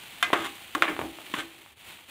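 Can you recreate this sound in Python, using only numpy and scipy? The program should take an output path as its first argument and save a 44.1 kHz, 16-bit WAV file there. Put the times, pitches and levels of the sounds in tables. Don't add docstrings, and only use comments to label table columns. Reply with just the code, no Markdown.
import sys
import numpy as np
from scipy import signal
from scipy.fft import rfft, irfft, next_fast_len
from scipy.io import wavfile

SR = 44100
rng = np.random.default_rng(int(sys.argv[2]) if len(sys.argv) > 2 else 0)


def transcribe(u):
    v = np.clip(np.atleast_2d(u).T, -1, 1)
    q = np.round(v * 32767).astype(np.int16)
    wavfile.write(sys.argv[1], SR, q)


N = 92610
T = np.arange(SR // 2) / SR


def amp(db):
    return 10 ** (np.asarray(db) / 20)


def unit_rms(x):
    return x / np.sqrt(np.mean(x ** 2) + 1e-20)


def unit_energy(x):
    return x / np.sqrt(np.sum(x ** 2) + 1e-20)


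def along(points, hz):
    point_hz, values = np.transpose(points)
    return np.interp(np.log(hz + 1), np.log(point_hz + 1), values)


def fade(t60):
    return np.exp(-np.log(1000) * T / t60)


def coloured(x, gain_db):
    size = 8192
    cepstrum = irfft(gain_db(np.fft.rfftfreq(size, 1 / SR)) * np.log(10) / 20)
    cepstrum[1:size // 2] *= 2
    cepstrum[size // 2 + 1:] = 0
    impulse_response = irfft(np.exp(rfft(cepstrum)))
    return signal.fftconvolve(x, impulse_response)[:len(x)]


def add(track, start_s, sound):
    part = track[round(start_s * SR):][:len(sound)]
    part += sound[:len(part)]


def grains(per_s, spread_db):
    hits = rng.random(N) < per_s / SR
    signs = rng.choice([-1, 1], N)
    sizes = amp(spread_db * np.clip(rng.standard_normal(N), -2, 2))
    return hits * signs * sizes


def gestures(rows, edge_s=0.0031):
    t = np.arange(N) / SR
    power = np.zeros(N)
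    for start, end, level_db, swell_db in rows:
        gate = np.clip(np.minimum(t - start, end - t) / edge_s + .5, 0, 1)
        progress = np.clip((t - start) / (end - start), 0, 1)
        power += gate * amp(level_db + swell_db * (progress - .5)) ** 2
    return np.sqrt(power)


# time in seconds, level in dB.
SIZZLE_LEVEL = [(0, -45), (.2, -46), (.5, -44.5), (.7, -46.5), (1.0, -44.5), (1.15, -47), (1.33, -44.5),
                (1.44, -47), (1.52, -50.5), (1.65, -53.5), (1.725, -54), (1.756, -66.5), (1.772, -55.5),
                (1.81, -51), (1.83, -51.5), (1.89, -43.5), (1.99, -50.5), (2.074, -55), (2.092, -45)]
# frequency in Hz, gain in dB.
SIZZLE_COLOUR = [(60, -25), (150, -4), (320, -1.5), (480, -6.5), (850, -0.5), (1600, -3), (2270, 3),
                 (3200, 3), (4300, -4.5), (5200, -14.5), (7000, -10.5), (8700, -8), (12000, -12.5),
                 (15500, -10)]
# frequency in Hz, gain in dB.
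RUMBLE_COLOUR = [(20, -25), (48, -14), (70, -1.5), (110, -3.5), (200, -13.5), (330, -11), (600, -16.5),
                 (3000, -57)]


def background(flutter_db=1.0, flutter_per_s=160, rumble_db=-62):
    level_db = np.interp(np.arange(N) / SR, *np.transpose(SIZZLE_LEVEL))
    hiss = unit_rms(coloured(grains(7000, spread_db=4), lambda f: along(SIZZLE_COLOUR, f)))
    spurts = np.interp(np.arange(N) * flutter_per_s / SR, np.arange(1000), rng.standard_normal(1000))
    sizzle = amp(level_db + flutter_db * spurts) * hiss
    rumble = unit_rms(coloured(rng.standard_normal(N), lambda f: along(RUMBLE_COLOUR, f)))
    rumble_level_db = rumble_db + .5 * (level_db - level_db.max())
    return sizzle + amp(rumble_level_db) * rumble


def ringing(modes):
    ring = np.zeros(len(T))
    for hz, level_db, t60 in modes:
        tone = np.sin(2 * np.pi * (hz * T + rng.random()))
        ring += amp(level_db + rng.normal(0, 1)) * fade(t60) * tone
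    return unit_energy(ring)


# frequency in Hz, relative level in dB, t60 in seconds.
PAN_MODES = [(332.6, 3.5, 0.54), (386, -5, 0.64), (517, -9, 0.42), (630.6, 4.5, 0.39), (735, 4.5, 0.28),
             (807.4, 5, 0.44), (1078, 8, 0.21), (1130, -13.5, 0.27), (1242, 6.5, 0.28), (1400, -4, 0.074),
             (1500, -2, 0.31), (1535, -10, 0.065), (1720, 0, 0.15), (1780, -4, 0.62), (2010, -4, 0.28),
             (2200, 3, 0.14), (2263, 3, 0.4), (2614, -16, 0.081), (3170, -9, 0.086), (3460, -21, 0.088)]
# frequency in Hz, t60 in seconds.
DENSE_RING = [(200, 0.32), (1200, 0.22), (3000, 0.23), (6000, 0.2), (15000, 0.048)]


def pan_ring(dense_db=-0.5, modes_db=-13):
    hz, t, bands = signal.stft(rng.standard_normal(len(T)), SR, nperseg=256)
    decay = np.exp(-np.log(1000) * t / along(DENSE_RING, hz)[:, None])
    dense = signal.istft(bands * decay, SR, nperseg=256)[1][:len(T)]
    return amp(dense_db) * unit_energy(dense) + amp(modes_db) * ringing(PAN_MODES)


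def in_pan(force, ring_db):
    return force + amp(ring_db) * signal.fftconvolve(force, pan_ring())[:len(force)]


# start in seconds, relative level in dB, then bass, low-mid, clank and tick
# tone in dB, first contact in dB, chatter length in seconds, knock pitch in Hz, then relative levels
# of knock, pan ring and spoon ring in dB.
BLOWS = [(0.2272, -3.5, -15, -11.5, 0.5, 5, -9.5, .004, 1660, -2, -7, 3.5),
         (0.331, 3.5, -3, -0.5, -7, -9.5, -8.5, 0.011, 1072, -1, -4.5, -7.5),
         (0.7502, -5.5, -5, -17, -7, -0.5, -3.5, 0.0082, 1120, -1.5, -11, -6.5),
         (0.8225, 0.5, -8.5, 0, -0.5, -6, -3.5, 0.0029, 900, -6, -5.5, -9.5),
         (0.8796, -13.5, -18, -6, 1.5, -12, -10, 0.0098, 1755, 3, 0, -3),
         (1.3394, -13, 8.5, -2, 4.5, -2, -5.5, 0.0077, 1062, 4.5, -12, -28)]
# one column, in Hz.
TONE_HZ = [300, 520, 1100, 2400, 6500]
# frequency in Hz, gain in dB.
BLOW_COLOUR = [(30, -44), (140, -18), (220, -9), (310, -0.5), (480, -6.5), (850, -9.5), (1150, -1),
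               (2200, -2), (3500, -7), (4800, -23), (8000, -21.5), (15500, -30.5)]
# frequency in Hz, relative level in dB, t60 in seconds.
SPOON_MODES = [(714, 5.5, 0.1), (1236, 3, 0.045), (1602, -7.5, 0.21), (1763, -1.5, 0.017),
               (2048, -6.5, 0.25), (2460, -0.5, 0.12), (3130, -4.5, 0.11), (3530, 2.5, 0.061)]


def spoon_blows(level_db=22, chatter_db=-3.5, knock_gain_db=-14, spoon_gain_db=-9):
    out = np.zeros(N)
    floor_hz, floor_db, floor_t60 = 306.4, -23.5, 0.03
    for (start, blow_db, bass_db, low_mid_db, clank_db, tick_db, contact_db, length,
         knock_hz, knock_db, pan_db, spoon_db) in BLOWS:
        touch = np.exp(-(T / length) ** 4)
        force = amp(chatter_db) * unit_energy(rng.choice([-1, 1], len(T)) * touch)
        force[0] -= amp(contact_db)
        knock = amp(knock_db + knock_gain_db) * unit_energy(-np.sin(2 * np.pi * knock_hz * T) * touch)
        thump = amp(floor_db) * unit_energy(-np.sin(2 * np.pi * floor_hz * T) * fade(floor_t60))
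        ring = amp(pan_db) * pan_ring() + amp(spoon_db + spoon_gain_db) * ringing(SPOON_MODES)
        tone = list(zip(TONE_HZ, [bass_db, low_mid_db, 0, clank_db, tick_db]))
        blow = coloured(force + knock + thump + ring, lambda f: along(BLOW_COLOUR, f) + along(tone, f))
        add(out, start, amp(blow_db + level_db) * blow)
    return out


THUDS_PER_S = 400
# start and end in seconds, relative level in dB, swell in dB.
TUMBLES = [(.24, .3, -40, -2), (.39, .45, -39, -7), (.76, .82, -35.5, -3), (.885, .95, -34.5, -15.5),
           (.99, 1.065, -35, -5.5), (1.065, 1.11, -53, -9), (1.11, 1.33, -55, 4), (1.35, 1.39, -40, 16),
           (1.395, 1.63, -61.5, 12)]
# frequency in Hz, gain in dB.
THUD_COLOUR = [(40, -22.5), (150, -12.5), (220, -11), (280, 4.5), (450, -8), (700, -13), (1200, -15),
               (3000, -40), (6000, -35)]


def okra_tumbles():
    thuds = unit_rms(coloured(grains(THUDS_PER_S, spread_db=0), lambda f: along(THUD_COLOUR, f)))
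    return in_pan(thuds * gestures(TUMBLES), ring_db=-4.5) * amp(-5)


# start in seconds, relative level in dB, brightness in dB per octave.
DROPS = [(0.3033, -8, -1), (0.393, -10, 2), (.8545, -6.5, 3), (.9655, -10.5, 2.5), (0.9919, -2.5, -0.5),
         (1.015, -5, 0.5), (1.187, -16.5, -0.5), (1.266, -32.5, 12.5), (1.407, -19, 6), (1.591, -37, 4),
         (1.662, -27.5, 1.5), (1.988, -29.5, 4)]
# frequency in Hz, gain in dB.
PLOP_COLOUR = [(50, -55), (150, -24.5), (300, -6), (900, -3.5), (2000, -11.5), (3500, -18.5), (5000, -43),
               (15000, -44)]


def okra_drops(level_db=16):
    out = np.zeros(N)
    for start, drop_db, bright_db in DROPS:
        hit = in_pan(1. * (T == 0), ring_db=-7)

        def colour(f):
            return along(PLOP_COLOUR, f) + bright_db * np.log2(np.clip(f, 200, 3000) / 800)

        add(out, start, amp(drop_db + level_db) * coloured(hit, colour))
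    return out


# start and end in seconds, relative level in dB, swell in dB.
STROKES = [(.36, .445, -36.5, 5.5), (.445, .472, -30.5, -6), (.835, .915, -44, 9), (.915, 1.04, -50, -10),
           (1.35, 1.385, -35, -10.5), (1.385, 1.413, -31, -5), (1.413, 1.46, -55, -3)]
# frequency in Hz, gain in dB.
SCRAPE_COLOUR = [(100, -33), (300, 5.5), (600, -6.5), (1100, 10), (2000, 6), (3500, 6.5), (5000, -14),
                 (8000, -6.5), (15500, -18.5)]


def spoon_scrapes(slips_per_s=1800):
    slips = unit_rms(coloured(grains(slips_per_s, spread_db=3), lambda f: along(SCRAPE_COLOUR, f)))
    return in_pan(slips * gestures(STROKES), ring_db=-7) * amp(-3)


# start and end in seconds, level in dB, swell in dB.
SHIFTS = [(.99, 1.13, -52.5, -14)]
# frequency in Hz, gain in dB.
SHIFT_COLOUR = [(30, -33), (70, 5), (120, 1), (200, 1), (400, -8), (1500, -57)]


def pan_shifts():
    thuds = unit_rms(coloured(grains(THUDS_PER_S, spread_db=7), lambda f: along(SHIFT_COLOUR, f)))
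    return gestures(SHIFTS) * thuds


def scene():
    spoon = spoon_blows() + spoon_scrapes()
    okra = okra_tumbles() + okra_drops()
    return (background() + spoon + okra + pan_shifts())[None]


def record(dry, ceiling=0.78, top_hz=15620):
    rounded = dry / (1 + (dry / ceiling) ** 4) ** (1 / 4)
    size = next_fast_len(N + SR // 2)
    kept = np.fft.rfftfreq(size, 1 / SR) < top_hz
    return irfft(rfft(rounded, size) * kept, size)[..., :N]


dry = scene()
out = record(dry)
transcribe(out)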